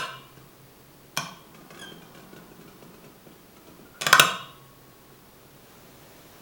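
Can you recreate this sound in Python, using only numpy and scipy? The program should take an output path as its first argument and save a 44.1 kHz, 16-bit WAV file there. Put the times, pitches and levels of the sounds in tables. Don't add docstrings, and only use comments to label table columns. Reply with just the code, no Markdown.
import sys
import numpy as np
from scipy import signal
from scipy.fft import rfft, irfft, next_fast_len
from scipy.io import wavfile
from scipy.ndimage import uniform_filter1d

SR = 44100
rng = np.random.default_rng(int(sys.argv[2]) if len(sys.argv) > 2 else 0)


def digitize_waveform(pressure):
    field = np.atleast_2d(pressure).T
    bounded = np.clip(field, -1, 1)
    quanta = np.round(bounded * 32767).astype(np.int16)
    wavfile.write(sys.argv[1], SR, quanta)


N = 282681
LEAD = SR // 4
TIME = np.arange(-LEAD, N) / SR
IMPACT_TIME = np.arange(SR // 4) / SR
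CRANK_START_S = 1.25

# (ratio to main resonance, relative level [dB], free t60 [s])
OUTER_WALL = [(.115, -5, 0.0838), (.19, -3, 0.03706), (.275, -5, .04), (.45, -3.5, 0.032),
              (.55, -1, 0.0281), (.725, 2, 0.027), (.8, 0.5, 0.012), (.89, -3.5, 0.021), (1.0, 1, .03),
              (1.19, -7, 0.01747)]
MIDDLE_WALL = [(0.705, -2, 0.025), (0.755, 2.5, 0.046), (.82, -1.5, 0.026), (.885, -3, 0.045),
               (0.945, 2, 0.024), (1.0, 3.5, 0.05), (1.04, -3, 0.078), (1.22, -3, 0.035)]
INNER_WALL = [(.69, -8, 0.074), (.75, -6.5, 0.023), (.82, -4, 0.064), (.885, -1, 0.018), (.945, 0.5, 0.06),
              (1.0, 6.5, 0.046), (1.04, 2, 0.052), (1.22, -9, 0.015)]
# (frequency [Hz], relative level [dB], free t60 [s])
OUTER_RIM = [(2335, -2, 0.0884), (2600, -1, .042), (3100, 6, .025), (3284, 5, 0.042),
             (3712.5, -11.5, 0.01284), (4236, -9, 0.011), (4904.5, -9, 0.01812), (5570, -1, 0.02258),
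             (6041.4, 4, .014)]
MIDDLE_RIM = [(1852.9, -1, .026), (2343, 0, .022), (2694.3, -2.5, 0.022), (3038, -3, .016),
              (3420, 0.5, .024), (3930.2, -2, .015), (4990, 2, .016), (5584.3, -13, 0.01), (6830, -4, .011)]
INNER_RIM = [(2409.1, -2.5, 0.027), (2600, 1.5, 0.017), (2895, 4.5, .02), (3170, -4, 0.012),
             (3270, 0, .018), (3634, 2.5, .018), (3970, -5, .016), (5020, -9, .01), (5922.7, -28, .011)]
# (time [s], strength [dB], main wall resonance [Hz], thud offset [dB],
# wall offset [dB], crack offset [dB], direct-path gain [dB], delay of second contact [s], doll)
CLACKS = [(-.06, -25, 1473, -3, 3, 2.5, 0, 0.004504, "inner"),
          (1.166, -45.5, 1520, -12, -5, 9, -7, .0042, "outer"),
          (1.1734, -30.5, 1511, -5, -4, 1, 0.5, .007, "outer"),
          (4.011, -43, 1520, -2, -9, 9, -0.5, 0.0043, "inner"),
          (4.0189, -33, 1500, -5.5, -7, 2, -2, 0.0094, "middle"),
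          (4.066, -28.5, 1576, -2.5, -1.5, 1, 1, 0.006, "middle"),
          (4.128, -20.5, 1468, -7.5, 3.5, 0.5, 2.5, .0031, "middle"),
          (4.196, -19.5, 1470, -4.5, -4, 2.5, 3.5, 0.0046, "inner")]


def clacks():
    direct, to_room = np.zeros((2, len(TIME)))
    median_db = np.median([row[1] for row in CLACKS])
    dolls = {"outer": (OUTER_WALL, OUTER_RIM), "middle": (MIDDLE_WALL, MIDDLE_RIM),
             "inner": (INNER_WALL, INNER_RIM)}
    for s, db, hz, thud, hollow, crack, direct_db, delay_s, doll in CLACKS:
        wall, rim = dolls[doll]
        first = (s, db + thud, db + hollow + 4, db)
        second = (s + delay_s, db + thud - 22.5, db + hollow - 7, db - 10.5)
        for when, thud_db, wall_db, edge_db in (first, second):
            sound = impact(wall_modes(hz, wall), rim, thud_db, wall_db, rim_db=edge_db + 3,
                           crack_db=edge_db + crack + 0.5, crack_t60=0.022, damping_per_s=63,
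                           detune=0.014, contact_s=0.00015,
                           treble_db=0.7 * (edge_db - median_db))
            add(direct, when, from_db(direct_db) * sound)
            add(to_room, when, sound)
    return direct, to_room


# (frequency [Hz], relative level [dB], free t60 [s])
FRAME_MODES = [(168.62, -2, 0.073), (217, -8.5, 0.06), (290, 2.5, 0.02), (418, 7, 0.02), (544, 9.5, 0.027),
               (573, 4.5, 0.022), (633, 7, 0.034)]
# (frequency [Hz], relative level [dB])
CRACK_SPECTRUM = [(300, -9), (800, -8.5), (1900, -8), (2900, -1), (4200, -2), (5600, -1), (7200, -2.5),
                  (8800, 0), (10500, -3.5), (12500, -11.5), (17000, -15.5)]


def impact(wall, rim, thud_db, wall_db, rim_db, crack_db, crack_t60, damping_per_s, detune,
           contact_s, treble_db):
    t = IMPACT_TIME
    spectrum = [(hz, db + treble_db * hz / CUTOFF_HZ) for hz, db in CRACK_SPECTRUM]
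    sound = from_db(crack_db) * unit_attack(noise(spectrum, len(t)) * decay(t, crack_t60))
    for modes, db in ((FRAME_MODES, thud_db), (wall, wall_db), (rim, rim_db)):
        ringing = ring(modes, t, spread_db=2.5, detune=detune) * np.exp(-damping_per_s * t)
        sound += from_db(db) * unit_attack(ringing)
    return sound * (1 - np.exp(-t / contact_s))


def wall_modes(main_hz, wall=MIDDLE_WALL):
    return [(ratio * main_hz, db, t60) for ratio, db, t60 in wall]


def ring(modes, t, spread_db, detune=0.):
    out = np.zeros(len(t))
    for k, (hz, db, t60) in enumerate(modes):
        strength, pitch = rng.standard_normal(2)
        amplitude = (-1) ** k * from_db(db + spread_db * strength)
        out += amplitude * decay(t, t60) * np.sin(2 * np.pi * hz * (1 + detune * pitch) * t)
    return out


# (frequency [Hz], relative level [dB], free t60 [s])
CAM_MODES = [(2340, -5, .035), (2641.2, -0.5, .02), (2939.8, -2, 0.015), (3384.5, -3, .018),
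             (4191.7, -3, .018)]
# (time [s], relative click level [dB], relative thud level [dB])
TICKS = [(0.3696, -42.5, -49), (1.545, -40, -46.5), (1.6084, -46.5, -45), (1.704, -37.5, -43.5),
         (1.7445, -39.5, -56.5), (1.7722, -39, -52), (1.9169, -42, -44.5), (2.0183, -41.5, -50),
         (2.147, -39.5, -46), (2.1728, -40.5, -45), (2.1986, -43, -47.5), (2.3278, -42, -45.5),
         (2.3622, -39.5, -46.5), (2.5141, -45, -46), (2.6093, -42.5, -61.5), (2.6771, -42, -49),
         (2.7158, -47.5, -56), (2.7619, -48, -57), (2.8233, -41.5, -42.5), (2.94, -43, -47.5),
         (3.0412, -41, -47), (3.061, -46, -48), (3.266, -46, -42.5), (3.3157, -46, -57),
         (3.564, -42.5, -50), (3.6687, -42.5, -58), (3.681, -45.5, -44.5), (3.7906, -47, -44)]


def ticks():
    out = np.zeros(len(TIME))
    for s, click_db, thud_db in TICKS:
        wall_hz = 1623 - 130 * max(s - CRANK_START_S, 0)
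        contact_s = 0.0024 * from_db(-33.5 - click_db)
        knock = impact(wall_modes(wall_hz), CAM_MODES, thud_db - 6.5, wall_db=click_db - 10.5,
                       rim_db=click_db - 7, crack_db=click_db - 12, crack_t60=0.07306,
                       damping_per_s=12, detune=0.042, contact_s=contact_s, treble_db=-4)
        base = unit_attack(ring(BASE_MODES, IMPACT_TIME, spread_db=0.5, detune=0.022))
        add(out, s, knock + from_db(thud_db - 5) * base)
    return out


# (harmonic number, relative level [dB])
SQUEAK_PARTIALS = [(3, -7.5), (4, -3.5), (5, -8), (6, -0.5), (7, -17.5)]
# (time [s], length [s], starting pitch [Hz], glide [Hz/s], relative level [dB],
# octave offset [dB], upper partials offset [dB], waver [fraction of pitch])
SQUEAKS = [(1.790, 0.016, 1684, -2000, -43.5, 2, -0.5, 0.021),
           (1.811, 0.018, 1703, -4800, -46.5, 8, 5.5, 0.01497),
           (1.822, 0.033, 1590, 0, -37.5, -6, -11, 0.0141),
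           (1.858, 0.044, 1592, 8.5, -65, 23.5, -16, 0.00502),
           (1.895, 0.042, 1566, 0.5, -70.5, 21, -20, 0.005),
           (3.853, 0.029, 1395, 696.5, -50, -18, -35, .03),
           (3.94, 0.052, 1417, 349.5, -47, -23, -30, 0.05053)]


def squeaks():
    out, t = np.zeros(len(TIME)), IMPACT_TIME
    for s, length_s, hz, glide, db, octave_db, upper_db, waver_depth in SQUEAKS:
        waver = unit_rms(uniform_filter1d(rng.standard_normal(len(t)), size=50))
        phase = 2 * np.pi * np.cumsum((hz + glide * t) * (1 + waver_depth * waver)) / SR
        upper = sum(from_db(partial_db) * np.sin(k * phase) for k, partial_db in SQUEAK_PARTIALS)
        tone = np.sin(phase) + from_db(octave_db) * np.sin(2 * phase) + from_db(upper_db) * upper
        grit = from_db(-13.5) * np.std(tone) * (1 + np.sin(phase)) * noise(RUB_SPECTRUM, len(t))
        add(out, s, from_db(db - 2.5) * gate(t, length_s, ramp_s=0.0046) * (tone + grit))
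    return out


# (frequency [Hz], relative level [dB], t60 [s])
BASE_MODES = [(168.5, -4.5, 0.089), (236.61, -8.5, 0.1), (301.3, -3.5, 0.0524), (379, 1, 0.039),
              (476, 1, 0.017), (688, -6, 0.016)]
# (time [s], relative level [dB])
AXLE_LEVEL = [(1.45, -53), (1.78, -51.5), (2.03, -51), (2.97, -55.5), (3.11, -55.5), (3.61, -51.5),
              (3.95, -44.5)]


def axle():
    t, cranking_s = IMPACT_TIME, TIME - CRANK_START_S
    level = from_db(np.interp(TIME, *np.transpose(AXLE_LEVEL)))
    envelope = level * gate(cranking_s, length_s=2, ramp_s=0.41)
    rumble = friction(ring(BASE_MODES, t, spread_db=0), catches_per_s=65, spread_db=5.5)
    wall = ring(wall_modes(main_hz=1450), t, spread_db=1) * decay(t, 0.044)
    dolls = rasp(rim_db=-15) + from_db(-3.5) * unit_attack(wall)
    scrape = friction(dolls, catches_per_s=510, spread_db=4.5)
    parting = from_db(-cranking_s)
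    return envelope * (from_db(-4.5) * rumble + from_db(-9) * parting * scrape)


def slide(start_s=3.965, rise_s=0.073, top_db=-41.75, swell_db=36.5, low_cut_hz=1500):
    t = TIME - start_s
    speed = np.clip(t / rise_s, 0, 1)
    envelope = from_db(top_db + swell_db * (speed - 1)) * gate(t, length_s=0.167, ramp_s=0.0073)
    scrape = friction(rasp(rim_db=-5.5), catches_per_s=5900, spread_db=7.5)
    return envelope * high_pass(scrape, low_cut_hz, order=3)


# (frequency [Hz], relative level [dB])
RUB_SPECTRUM = [(200, -3), (400, 10), (800, 20.5), (1450, 8.5), (2000, -23.5), (2400, 7.5), (4000, 1),
                (5500, 5.5), (7500, -13), (10500, -16), (17000, -24)]


def rasp(rim_db):
    t = IMPACT_TIME
    scratch = unit_attack(noise(RUB_SPECTRUM, len(t)) * decay(t, 0.011))
    return scratch + from_db(rim_db) * unit_attack(ring(INNER_RIM, t, spread_db=1))


def friction(response, catches_per_s, spread_db):
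    size = len(TIME)
    catches = (rng.random(size) < catches_per_s / SR) * rng.choice([-1, 1], size)
    strength = from_db(spread_db * np.minimum(rng.exponential(1, size), 3))
    return unit_rms(signal.oaconvolve(catches * strength, response)[:size])


# (frequency [Hz], level at first clack [dB], level at last clack [dB], t60 [s])
ROD_MODES = [(130, -54, -57, 4.3), (134.4, -49, -49.5, 4.5), (1103.5, -56, -49.5, 2.97),
             (2380, -42, -66, 0.9)]


def rods():
    out, t = np.zeros(len(TIME)), np.arange(2 * SR) / SR
    for hz, first_db, last_db, t60 in ROD_MODES:
        hum = decay(t, t60) * np.sin(2 * np.pi * hz * t)
        add(out, CLACKS[0][0], from_db(first_db) * hum)
        add(out, CLACKS[-1][0], from_db(last_db) * hum)
    return out


# (time [s], level [dB])
SLEEVE_LEVEL = [(5.0, -71.5), (5.55, -62.5), (5.72, -53.5), (5.9, -55.5), (6.1, -52.5), (6.45, -52.5)]
# (frequency [Hz], relative level [dB])
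SLEEVE_SPECTRUM = [(50, -14), (130, 4.5), (260, -2.5), (750, -2), (1500, -10), (3000, -11.5), (7000, -15.5),
                   (16000, -19)]


def sleeve():
    times, db = np.transpose(SLEEVE_LEVEL)
    envelope = from_db(np.interp(TIME, times, db)) * (TIME > times[0])
    return envelope * noise(SLEEVE_SPECTRUM, len(TIME))


# (frequency [Hz], t60 [s])
ROOM_T60 = [(120, 1), (300, 0.19), (600, 0.6), (1300, 0.55), (2100, 0.42335), (3200, 0.62), (5500, 0.4),
            (8000, 0.37), (12000, 0.37), (16000, 0.2)]
# (frequency [Hz], gain [dB])
ROOM_GAIN = [(120, -4.5), (165, 7), (280, 0.5), (600, -2), (830, 1), (1100, 3), (1500, -3.5), (2050, -2.5),
             (3100, -4.5), (6000, -5), (10000, -8), (16000, -14)]


def room(x, build_s=0.008):
    t, hz = np.arange(SR) / SR, np.fft.rfftfreq(SR, 1 / SR)
    white, tail = rfft(rng.standard_normal(SR)), 0
    edges = np.geomspace(40, SR / 2, 19)
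    for low, high in zip(edges, edges[1:]):
        centre = np.sqrt(low * high)
        envelope = decay(t, at_hz(ROOM_T60, centre)) * (1 - np.exp(-(t / build_s) ** 2))
        band = irfft(white * (hz >= low) * (hz < high), SR) * envelope
        unit_gain_band = unit_rms(band) * np.sqrt(2 * (high - low)) / SR
        tail = tail + from_db(at_hz(ROOM_GAIN, centre)) * unit_gain_band
    return signal.oaconvolve(x, tail)[:len(x)]


# (frequency [Hz], relative level [dB])
HISS_SPECTRUM = [(25, -5.5), (65, -2.5), (90, -6.5), (130, 2.5), (170, -1.5), (380, -0.5), (520, -5),
                 (750, -8), (1100, -9.5), (2000, -15), (3500, -17), (8000, -22), (14000, -19.5),
                 (17000, -17.5)]
# (frequency [Hz], rms level [dB])
WHINE_TONES = [(4700, -79), (15734, -65)]


def electronics():
    hiss = from_db(-52) * noise(HISS_SPECTRUM, N)
    t = TIME[LEAD:]
    whine = sum(from_db(db) * np.sqrt(2) * np.sin(2 * np.pi * hz * t) for hz, db in WHINE_TONES)
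    return hiss + whine


def from_db(db):
    return 10 ** (np.asarray(db) / 20)


def unit_rms(x):
    return x / np.sqrt(np.mean(x ** 2) + 1e-20)


def unit_attack(x):
    return x / np.sqrt(np.mean(x[:SR // 50] ** 2) + 1e-20)


def at_hz(points, hz):
    frequencies, values = np.transpose(points)
    return np.interp(np.log(np.maximum(hz, 1)), np.log(frequencies), values)


def noise(spectrum, size):
    padded = next_fast_len(size)
    gain = from_db(at_hz(spectrum, np.fft.rfftfreq(padded, 1 / SR)))
    return unit_rms(irfft(rfft(rng.standard_normal(padded)) * gain, padded)[:size])


def high_pass(x, hz, order):
    return signal.sosfilt(signal.butter(order, hz, "high", fs=SR, output="sos"), x)


def decay(t, t60):
    return np.exp(-np.log(1000) * t / t60)


def gate(t, length_s, ramp_s):
    return np.clip(np.minimum(t, length_s - t) / ramp_s, 0, 1)


def add(out, s, sound):
    start = LEAD + round(s * SR)
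    out[start:start + len(sound)] += sound[:len(out) - start]


def scene():
    works = ticks() + slide() + axle() + squeaks()
    automaton = works + np.array(clacks())
    direct, to_room = high_pass(automaton, hz=133, order=4)
    return (direct + sleeve() + room(to_room) + rods())[None, LEAD:]


# (frequency [Hz], width [Hz], gain [dB])
HOUSING_NOTCHES = [(4702.4, 280, -17), (7830, 280, -6), (9200, 1600, -17.5)]
CUTOFF_HZ = 17100


def record(dry):
    x = dry
    for hz, width_hz, db in HOUSING_NOTCHES:
        band = signal.lfilter(*signal.iirpeak(hz, hz / width_hz, fs=SR), x)
        x = x + (from_db(db) - 1) * band
    x = x + electronics()
    x = 1.2 * np.tanh(x / 1.2)
    return signal.sosfilt(signal.ellip(10, .2, 70, CUTOFF_HZ, fs=SR, output="sos"), x)


dry = scene()
out = record(dry)
digitize_waveform(out)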